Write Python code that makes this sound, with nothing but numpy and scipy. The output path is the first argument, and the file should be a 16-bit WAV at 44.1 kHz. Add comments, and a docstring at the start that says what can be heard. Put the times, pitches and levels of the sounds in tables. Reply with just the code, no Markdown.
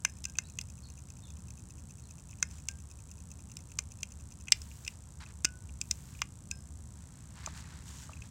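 """A quiet room, the microphone close to a steel mechanical stopwatch worked with gloved hands.
Farthest off are a low rumble and a few bird chirps, with a thin electrical buzz over them.
Up close the movement ticks faintly until the crown stops it; the hands are reset and the watch is
turned over, gloves rustling. Loudest are the buttons: each snaps a lever against its stop,
ringing the plate and case back, and small springs ring on."""
import sys
import numpy as np
from scipy import signal
from scipy.fft import rfft, irfft, next_fast_len
from scipy.io import wavfile
from scipy.ndimage import map_coordinates

SR = 44100
rng = np.random.default_rng(int(sys.argv[2]) if len(sys.argv) > 2 else 0)


def pcm_store(signal):
    """Save signal as 16-bit PCM."""
    levels = np.round(np.clip(np.atleast_2d(signal), -1, 1) * 32767)
    wavfile.write(sys.argv[1], SR, levels.astype(np.int16).T)


N = 366030
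LEAD_S = .004  # time for the scrape before each snap


def amp(db):
    """Decibels to gain."""
    return 10 ** (np.asarray(db) / 20)


def unit(x):
    """Scale to rms 1."""
    return x / np.sqrt(np.mean(x ** 2) + 1e-20)


def sized(x, db):
    """Give a click the energy of 10 ms at this level."""
    return amp(db) * x / np.sqrt(np.sum(x ** 2) / (.01 * SR) + 1e-20)


def along(points, hz):
    """Read a curve of (freq_hz, value) points on a log frequency axis."""
    freqs, values = np.transpose(points)
    return np.interp(np.log(hz + 1), np.log(freqs + 1), values)


def seconds(size):
    """Time axis."""
    return np.arange(size) / SR


def fade(t, t60):
    """Exponential decay that starts at t = 0."""
    return (t >= 0) * np.exp(-np.log(1000) * np.abs(t) / t60)


def add(track, start_s, sound):
    """Mix a sound in at start_s."""
    i = max(0, round(start_s * SR))
    track[i:i + len(sound)] += sound[:max(0, N - i)]


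def filtered(x, gain):
    """Apply a gain that depends on frequency."""
    size = next_fast_len(len(x) + 8192)
    return irfft(rfft(x, size) * gain(np.fft.rfftfreq(size, 1 / SR)), size)[:len(x)]


def coloured(x, spectrum):
    """Shape x by a spectrum, at rms 1."""
    return unit(filtered(x, lambda hz: amp(along(spectrum, hz))))


def wobble(rate_hz):
    """A smooth random curve, rate_hz knots a second."""
    knots = rng.standard_normal(int(N * rate_hz / SR) + 4)
    return map_coordinates(knots, [np.arange(N) * rate_hz / SR])


# The room's low rumble: freq_hz, relative_db
RUMBLE_SPECTRUM = [(20, -44.5), (40, -9), (55, -7), (70, 2), (90, -1.5), (130, -5.5), (200, -11.5),
                   (300, -21.5), (450, -34), (900, -45), (3000, -65)]
# Faint hiss all around the microphone: freq_hz, relative_db
AIR_SPECTRUM = [(150, -17.5), (450, 2), (750, -0.5), (950, 2), (1400, -3.5), (2200, -10.5), (4500, -10.5),
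                (10000, -12.5), (16000, -28.5)]

def room_tone(rumble_db=-49.5, air_db=-67.0, hum_hz=71.7, hum_db=-57, handling_db=1.0):
    """Low room rumble, swelling as the hands turn the watch, with a wavering hum and an even hiss."""
    t = seconds(N)
    turning_db = np.interp(t, [7, 8], [0, handling_db])
    swell = amp(rumble_db + turning_db + 0.56 * wobble(2.8))
    rumble = swell * coloured(rng.standard_normal(N), RUMBLE_SPECTRUM)
    hum_peak = amp(hum_db + 1.5 * wobble(3)) * np.sqrt(2)
    hum = hum_peak * np.sin(2 * np.pi * hum_hz * t + 0.94 * wobble(6))
    return rumble + hum + amp(air_db) * coloured(rng.standard_normal(N), AIR_SPECTRUM)


# How long the room rings: freq_hz, t60_s
ROOM_DECAY = [(300, 0.093), (2000, 0.21), (6000, 0.11), (14000, 0.033)]

def room_echo(x):
    """The walls return a short diffuse tail whose treble dies first."""
    hz, t, bands = signal.stft(rng.standard_normal(SR // 2), SR, nperseg=256)
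    tail = signal.istft(bands * fade(t, along(ROOM_DECAY, hz)[:, None]), SR, nperseg=256)[1]
    tail *= 1 - np.exp(-seconds(len(tail)) / 0.0013)
    return signal.fftconvolve(x, tail / np.linalg.norm(tail))[:N]


# A bird far outside: start_s, pitch_hz, level_db (before trim_db), droop_share (of the pitch)
BIRD_CHIRPS = [(.432, 3840, -55.5, -0.14), (0.822, 4420, -53, 0.17), (1.221, 3700, -53.5, 0.102),
               (2.02, 4320, -62, 0.15)]

def far_bird(length_s=0.049, second_voice_db=-9, second_ratio=1.14, trim_db=-6.5):
    """Far chirps: the pitch arches or dips, with a weaker second voice above it."""
    out, t = np.zeros(N), seconds(4000)
    progress = np.clip(t / length_s, 0, 1)
    for start_s, hz, db, droop in BIRD_CHIRPS:
        pitch = hz * (1 - droop * np.sin(np.pi * .75 * (progress - .33)) ** 2)
        phase = 2 * np.pi * np.cumsum(pitch) / SR
        voices = np.sin(phase) + amp(second_voice_db) * np.sin(second_ratio * phase)
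        add(out, start_s, amp(db + trim_db) * np.sin(np.pi * progress) * voices)
    return out


# One spike of the buzz: freq_hz, relative_db
SPIKE_SPECTRUM = [(1000, -43), (4400, -35), (5700, -5), (7000, -2), (7900, 3.5), (8800, -5.5), (9600, -8.5),
                  (11000, -24), (14000, -21), (16000, -25)]

def electrical_buzz(db=-61.5, rate_hz=59.9906, first_s=.0052, scatter_db=0.65, jitter_s=.00007):
    """Electrical interference: a thin, sharp spike sixty times a second, slightly unsteady."""
    out, size = np.zeros(N), 1024
    cepstrum = irfft(np.log(amp(along(SPIKE_SPECTRUM, np.fft.rfftfreq(size, 1 / SR)))))
    fold = np.r_[1, np.full(size // 2 - 1, 2), np.zeros(size // 2)]
    spike = irfft(np.exp(rfft(cepstrum * fold)))  # minimum phase: a sharp front, then a short ring
    for start_s in np.arange(first_s, N / SR, 1 / rate_hz):
        add(out, start_s + rng.normal(0, jitter_s), spike * amp(rng.normal(0, scatter_db)))
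    return amp(db) * unit(out)


# Two spells of faint hiss: start_s, length_s
FLAT_HISS_SPANS = [(4.55, .37), (5.83, .38)]
# Their colour: freq_hz, relative_db
FLAT_HISS_SPECTRUM = [(1000, -12), (3000, -2), (6000, 0), (15500, -1)]

def flat_hiss(db=-66, edge_s=.015):
    """A faint, flat hiss that follows two of the clicks and stops abruptly."""
    t = seconds(N)
    gate = sum(np.clip(np.minimum(t - start_s, start_s + length_s - t) / edge_s + 1, 0, 1)
               for start_s, length_s in FLAT_HISS_SPANS)
    return amp(db) * gate * coloured(rng.standard_normal(N), FLAT_HISS_SPECTRUM)


# Gloves slide near the microphone: start_s, length_s, rub_db, hiss_db
GLOVE_SLIDES = [(2.51, .08, -68, -64), (4.55, .37, -69, -66), (5.207, .032, -52.3, -78),
                (5.275, .035, -59.5, -75), (5.92, .27, -69, -66), (6.98, .35, -71, -74),
                (7.365, .12, -57, -70), (7.4, .37, -58.2, -66), (7.55, .06, -65, -59),
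                (7.86, .18, -62, -56), (8.04, .22, -66, -66)]
# Their midrange rub and their bright hiss: freq_hz, relative_db
RUB_SPECTRUM = [(300, -33), (700, -8), (930, 2.5), (1250, -0.5), (1570, 2), (2500, -3.5), (3300, -6),
                (4200, -5), (7000, -12), (16000, -41)]
HISS_SPECTRUM = [(1000, -26.5), (3000, -2.5), (4500, -2.5), (7000, 5.5), (9500, -5.5), (12000, -12.5),
                 (16000, -15)]

def gloves(rest_rub_db=-84, rest_hiss_db=-76, attack_share=.12, release_share=.2,
           grain_db=4, flutter_db=1.2):
    """Rubber slides over steel and cloth in countless tiny slips; each slide swells, holds and dies."""
    out, t = np.zeros(N), seconds(N)
    powers = np.outer(amp([rest_rub_db, rest_hiss_db]) ** 2, np.ones(N))  # merely holding the watch
    for start_s, length_s, *levels_db in GLOVE_SLIDES:
        progress = (t - start_s) / length_s
        swell = np.exp(np.minimum(progress, 0) / attack_share
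                       - np.maximum(progress - 1, 0) / release_share)
        powers += np.outer(amp(levels_db), swell) ** 2
    grip = amp(flutter_db * wobble(35))
    for power, spectrum in zip(powers, (RUB_SPECTRUM, HISS_SPECTRUM)):
        slips = rng.standard_normal(N) * amp(grain_db * wobble(1200))
        out += np.sqrt(power) * coloured(slips, spectrum)
    return grip * out


# Dull knocks of the handled watch: start_s, peak_db (before trim_db)
HANDLING_KNOCKS = [(7.473, -31), (8.093, -39), (8.117, -50)]
# The modes of a knock: pitch_hz, t60_s, relative_db
BUMP_MODES = [(653, .022, -7), (900, 0.014, 0.5), (1190, 0.012, 4.5)]

def knocks(trim_db=-1, reset_s=5.447, reset_db=-31, reset_hz=290, reset_t60=0.023):
    """The watch bumps softly in the hands, and the reset hammer gives the whole case a low push."""
    out, t = np.zeros(N), seconds(4000)
    bump = sum(amp(db) * fade(t, t60) * np.sin(2 * np.pi * hz * t) for hz, t60, db in BUMP_MODES)
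    bump *= 1 - np.exp(-t / 0.0035)
    for start_s, db in HANDLING_KNOCKS:
        add(out, start_s, amp(db + trim_db) * bump / np.abs(bump).max())
    add(out, reset_s, amp(reset_db) * fade(t, reset_t60) * np.sin(2 * np.pi * reset_hz * t))
    return out


def ring(modes, t, hardness, attack_s):
    """A struck part rings; hardness 0 to 1 blends from side button to crown and aligns the phases."""
    hz, t60, side_db, crown_db = np.transpose(modes)[:, :, None]
    gains = amp(side_db + hardness * (crown_db - side_db) + rng.normal(0, 1.24, hz.shape))
    phase = 0.85 * (1 - hardness) * rng.uniform(-0.94, 1, hz.shape)
    waves = gains * fade(t, t60) * np.sin(2 * np.pi * (hz * t + phase))
    return waves.sum(0) * (1 - np.exp(-np.maximum(t, 0) / attack_s))


# Modes of the plate, levers and escape wheel, struck at the side button or at the crown:
# pitch_hz, t60_s, side_db, crown_db
PLATE_MODES = [(2083, 0.023, -13, -3.5), (2425, 0.023, -6, -6), (2593, .014, 10.5, -4),
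               (2787, 0.022, -9, -3), (3215, 0.015, -6.5, -12)]
LEVER_MODES = [(3710, 0.012, -23, -14), (4300, 0.016, -28.5, -24), (4620, .013, -35, -12),
               (5170, .01, -9.5, 4), (5620, 0.0043, -14, 10), (6165, 0.007, 4, -3.5),
               (6980, 0.0083, -1, -10), (7500, 0.0084, -8.5, 0.5), (7760, 0.0034, -17.5, -14),
               (8720, 0.011, -13, -13), (9600, .008, -35, -39)]
WHEEL_MODES = [(10400, .004, 0, 0), (12600, .002, -4, -4), (15450, .007, -8, -8)]

def escapement(first_s=.0975, beat_s=.20117, stop_s=4.5, tock_s=.089, unlock_s=.017,
               tick_db=-53.0, tock_db=-59, unlock_db=-62, plate_db=-13, unlock_plate_db=-6,
               grit_t60=0.027, sparkle_db=-14.5):
    """The balance swings five times a second; each way it unlocks the wheel, then a tooth drops."""
    out, t = np.zeros(N), seconds(1500)
    for start_s in np.arange(first_s, stop_s, beat_s):
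        drops = [(start_s, tick_db, plate_db), (start_s + tock_s, tock_db, plate_db)]
        unlocks = [(at_s - unlock_s + rng.normal(0, 0.0053), unlock_db, unlock_plate_db)
                   for at_s, _, _ in drops]
        for at_s, db, body_db in drops + unlocks:
            db += rng.normal(0, 1.6)
            tooth = ring(LEVER_MODES, t, hardness=0.043, attack_s=0.00039)
            tooth += ring(LEVER_MODES, t - rng.uniform(0.00101, 0.0023), hardness=.05, attack_s=.0006)
            # the sliding tooth drives the plate unevenly
            slide = fade(t, grit_t60) * rng.standard_normal(len(t))
            plate_ring = ring(PLATE_MODES, t, hardness=0.039, attack_s=0.00067)
            plate = signal.fftconvolve(slide, plate_ring)[:len(t)]
            sparkle = ring(WHEEL_MODES, t, hardness=0, attack_s=.0003)
            tick = sized(tooth, db) + sized(plate, db + body_db) + sized(sparkle, db + sparkle_db)
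            add(out, at_s - .001, tick)
    return out


# Modes of the case back: pitch_hz, t60_s, side_db, crown_db
BACK_MODES = [(954, .008, -12, -7), (1160, 0.0099, -5, -15), (1514, 0.012, 1, 0), (1630, 0.0062, -3.5, 3)]
# The crack of steel on steel: freq_hz, relative_db
CRACK_SPECTRUM = [(1000, -37), (2500, -4.5), (4000, -3), (6000, 2), (8000, 2), (9500, -10), (11000, -15),
                  (15500, -13), (16500, -16)]

def snap(lever_db, back_db, plate_db, lag_s, rebound_db, hardness, crack_db=-10,
         crack_t60=0.0082, scrape_s=0.0033, rattle_db=-31, rattle_t60=.06):
    """A lever scrapes off its catch, hits its stop and rebounds; loose parts rattle on.
    All other levels are relative to the lever's."""
    t = seconds(4400) - LEAD_S
    contacts = [(t, 1), (t - lag_s, amp(rebound_db))]

    def struck(modes, attack_s):
        return sum(gain * ring(modes, age, hardness, attack_s) for age, gain in contacts)

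    scrape_db = -32 - .45 * lever_db  # stands out more in light snaps
    scrape = amp(scrape_db) * (t < 0) * np.exp(-np.abs(t) / scrape_s)
    impacts = sum(gain * fade(age, crack_t60) for age, gain in contacts)
    rattle = amp(rattle_db) * fade(t, rattle_t60)
    crack = coloured((impacts + scrape + rattle) * rng.standard_normal(len(t)), CRACK_SPECTRUM)
    steel = unit(struck(LEVER_MODES, attack_s=0.00027)) + amp(crack_db) * crack
    back = sized(struck(BACK_MODES, attack_s=0.00055), back_db)
    plate = sized(struck(PLATE_MODES, attack_s=0.00056), plate_db)
    return sized(steel, lever_db) + amp(lever_db) * (back + plate)


def after_ring(modes, twin_db=-8, detune_share=0.0087):
    """Steel rings on after a snap, each mode beating against a close twin."""
    out, t = np.zeros(SR // 2), seconds(SR // 2)
    for hz, t60, db in modes:
        twin = amp(twin_db) * np.sin(2 * np.pi * (hz * (1 + detune_share) * t + rng.random()))
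        out += amp(db) * fade(t, t60) * (np.sin(2 * np.pi * hz * t) + twin)
    return out


# Thin ticks of a button's catch: start_s, lever_db
CATCH_TICKS = [(.2407, -42), (.6125, -42), (3.569, -43.5), (4.6175, -47), (4.8492, -47.5)]
# Duller taps as a finger takes up a button's slack: start_s, plate_db
FINGER_NUDGES = [(.354, -53), (2.329, -59), (3.7176, -59), (4.4715, -56), (4.4828, -41.5), (4.7143, -57),
                 (4.864, -50.6), (5.2616, -56), (5.692, -60.5), (6.15, -59), (6.1912, -57), (8.1326, -53.5),
                 (8.168, -58), (8.2198, -50.5)]

def touches(plate_over_lever_db=5):
    """Light contacts between the snaps: a catch rings the levers, a soft nudge mostly the plate."""
    out = np.zeros(N)
    for start_s, db in CATCH_TICKS:
        tick = snap(db, back_db=-26, plate_db=-15, lag_s=.001, rebound_db=-2, hardness=.55, crack_db=-6)
        add(out, start_s - LEAD_S, tick)
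    for start_s, db in FINGER_NUDGES:
        tap = snap(db - plate_over_lever_db, back_db=-14, plate_db=plate_over_lever_db,
                   lag_s=.0018, rebound_db=0, hardness=.08, crack_db=-12)
        add(out, start_s - LEAD_S, tap)
    return out


# The side button goes home: start_s, lever_db, back_db, plate_db, lag_s, rebound_db, ring_gain_db
SIDE_PRESSES = [(.0492, -25.5, -8, -7, .0014, 3.5, -1), (.3857, -27.5, -13.5, -9, .0012, 1.5, -7),
                (2.4262, -25.5, -10.5, -12.5, .0011, 8, -1), (3.7882, -30, -16, -10.5, .0014, 1, -14),
                (6.2181, -32.5, -3.2, -1.2, .00054, -2.5, -10)]
# Ringing after a press, a short plate ring and two faint, longer tones:
# pitch_hz, t60_s, level_db (before ring_gain_db)
PRESS_RING_MODES = [(1805, .32, -58.5), (2100, .048, -36), (5165, .45, -59)]
# The button springs back: start_s, lever_db, plate_db, low_spring_db, high_spring_db
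SIDE_RELEASES = [(.2531, -35, -7, -56, -68), (.5876, -36.5, -3, -76, -74), (2.6858, -33, -8, -54, -68),
                 (4.0308, -35.5, -5.5, -78, -76), (6.5124, -35.4, -4.5, -55, -54.5)]

def side_button(ring_delay_s=.0016, low_hz=1590, low_t60=.26, high_hz=5168, high_t60=.34):
    """A press drives the lever into the case and rings the plate; the lighter return frees springs."""
    out = np.zeros(N)
    for start_s, db, back_db, plate_db, lag_s, rebound_db, ring_gain_db in SIDE_PRESSES:
        add(out, start_s - LEAD_S, snap(db, back_db, plate_db, lag_s, rebound_db, hardness=.04))
        add(out, start_s + ring_delay_s, amp(ring_gain_db) * after_ring(PRESS_RING_MODES))
    for start_s, db, plate_db, low_db, high_db in SIDE_RELEASES:
        click = snap(db, back_db=-25, plate_db=plate_db, lag_s=.00098, rebound_db=2.5,
                     hardness=.01, crack_db=-8)
        springs = after_ring([(low_hz, low_t60, low_db), (high_hz, high_t60, high_db)])
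        add(out, start_s - LEAD_S, click)
        add(out, start_s + ring_delay_s, springs)
    return out


# The crown stops the watch, then resets it: start_s, lever_db, back_db, lag_s, rebound_db, hardness
STOP_BLOW = (4.5217, -16.5, -35, .0013, -12, .91)
RESET_BLOW = (5.4472, -22.8, -14.5, .0041, 0.5, .4)
# The reset hammer's spring: pitch_hz, t60_s, level_db
RESET_SPRING_MODES = [(1483, .51, -51), (2910, .079, -42.5)]
# The crown slips back in its stem: start_s, lever_db, plate_db
STEM_RETURNS = [(4.8778, -38, 1), (5.8135, -33, -9.5), (5.9109, -26.5, -15.5), (7.4613, -37.5, -14.5)]

def crown_button(blow_plate_db=-9.8, spring_delay_s=.004):
    """The crown strikes hardest; the reset hammer leaves its spring ringing, and the stem slips back."""
    out = np.zeros(N)
    for start_s, db, back_db, lag_s, rebound_db, hardness in (STOP_BLOW, RESET_BLOW):
        blow = snap(db, back_db, blow_plate_db, lag_s, rebound_db, hardness, crack_db=-11.5)
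        add(out, start_s - LEAD_S, blow)
    add(out, RESET_BLOW[0] + spring_delay_s, after_ring(RESET_SPRING_MODES))
    for start_s, db, plate_db in STEM_RETURNS:
        click = snap(db, back_db=-30, plate_db=plate_db, lag_s=.0012, rebound_db=-1, hardness=.33)
        add(out, start_s - LEAD_S, click)
    return out


def radiated(x, corner_hz=620):
    """The small case radiates hardly any bass."""
    return signal.sosfilt(signal.butter(2, corner_hz, "high", fs=SR, output="sos"), x)


def scene(room_db=-24, bird_echo_db=-5.5):
    """At one microphone the watch is close and nearly dry; the far bird echoes outside, then indoors."""
    watch = radiated(side_button() + crown_button() + touches() + escapement()) + knocks()
    chirps = far_bird()
    echoes = amp(room_db) * room_echo(watch) + amp(bird_echo_db) * room_echo(room_echo(chirps))
    return (watch + chirps + echoes + gloves() + flat_hiss() + electrical_buzz() + room_tone())[None]


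def record(dry, top_hz=15950):
    """The recorder keeps nothing above its band limit."""
    return np.array([filtered(x, lambda hz: 1 / np.sqrt(1 + (hz / top_hz) ** 160)) for x in dry])


dry = scene()
out = record(dry)
pcm_store(out)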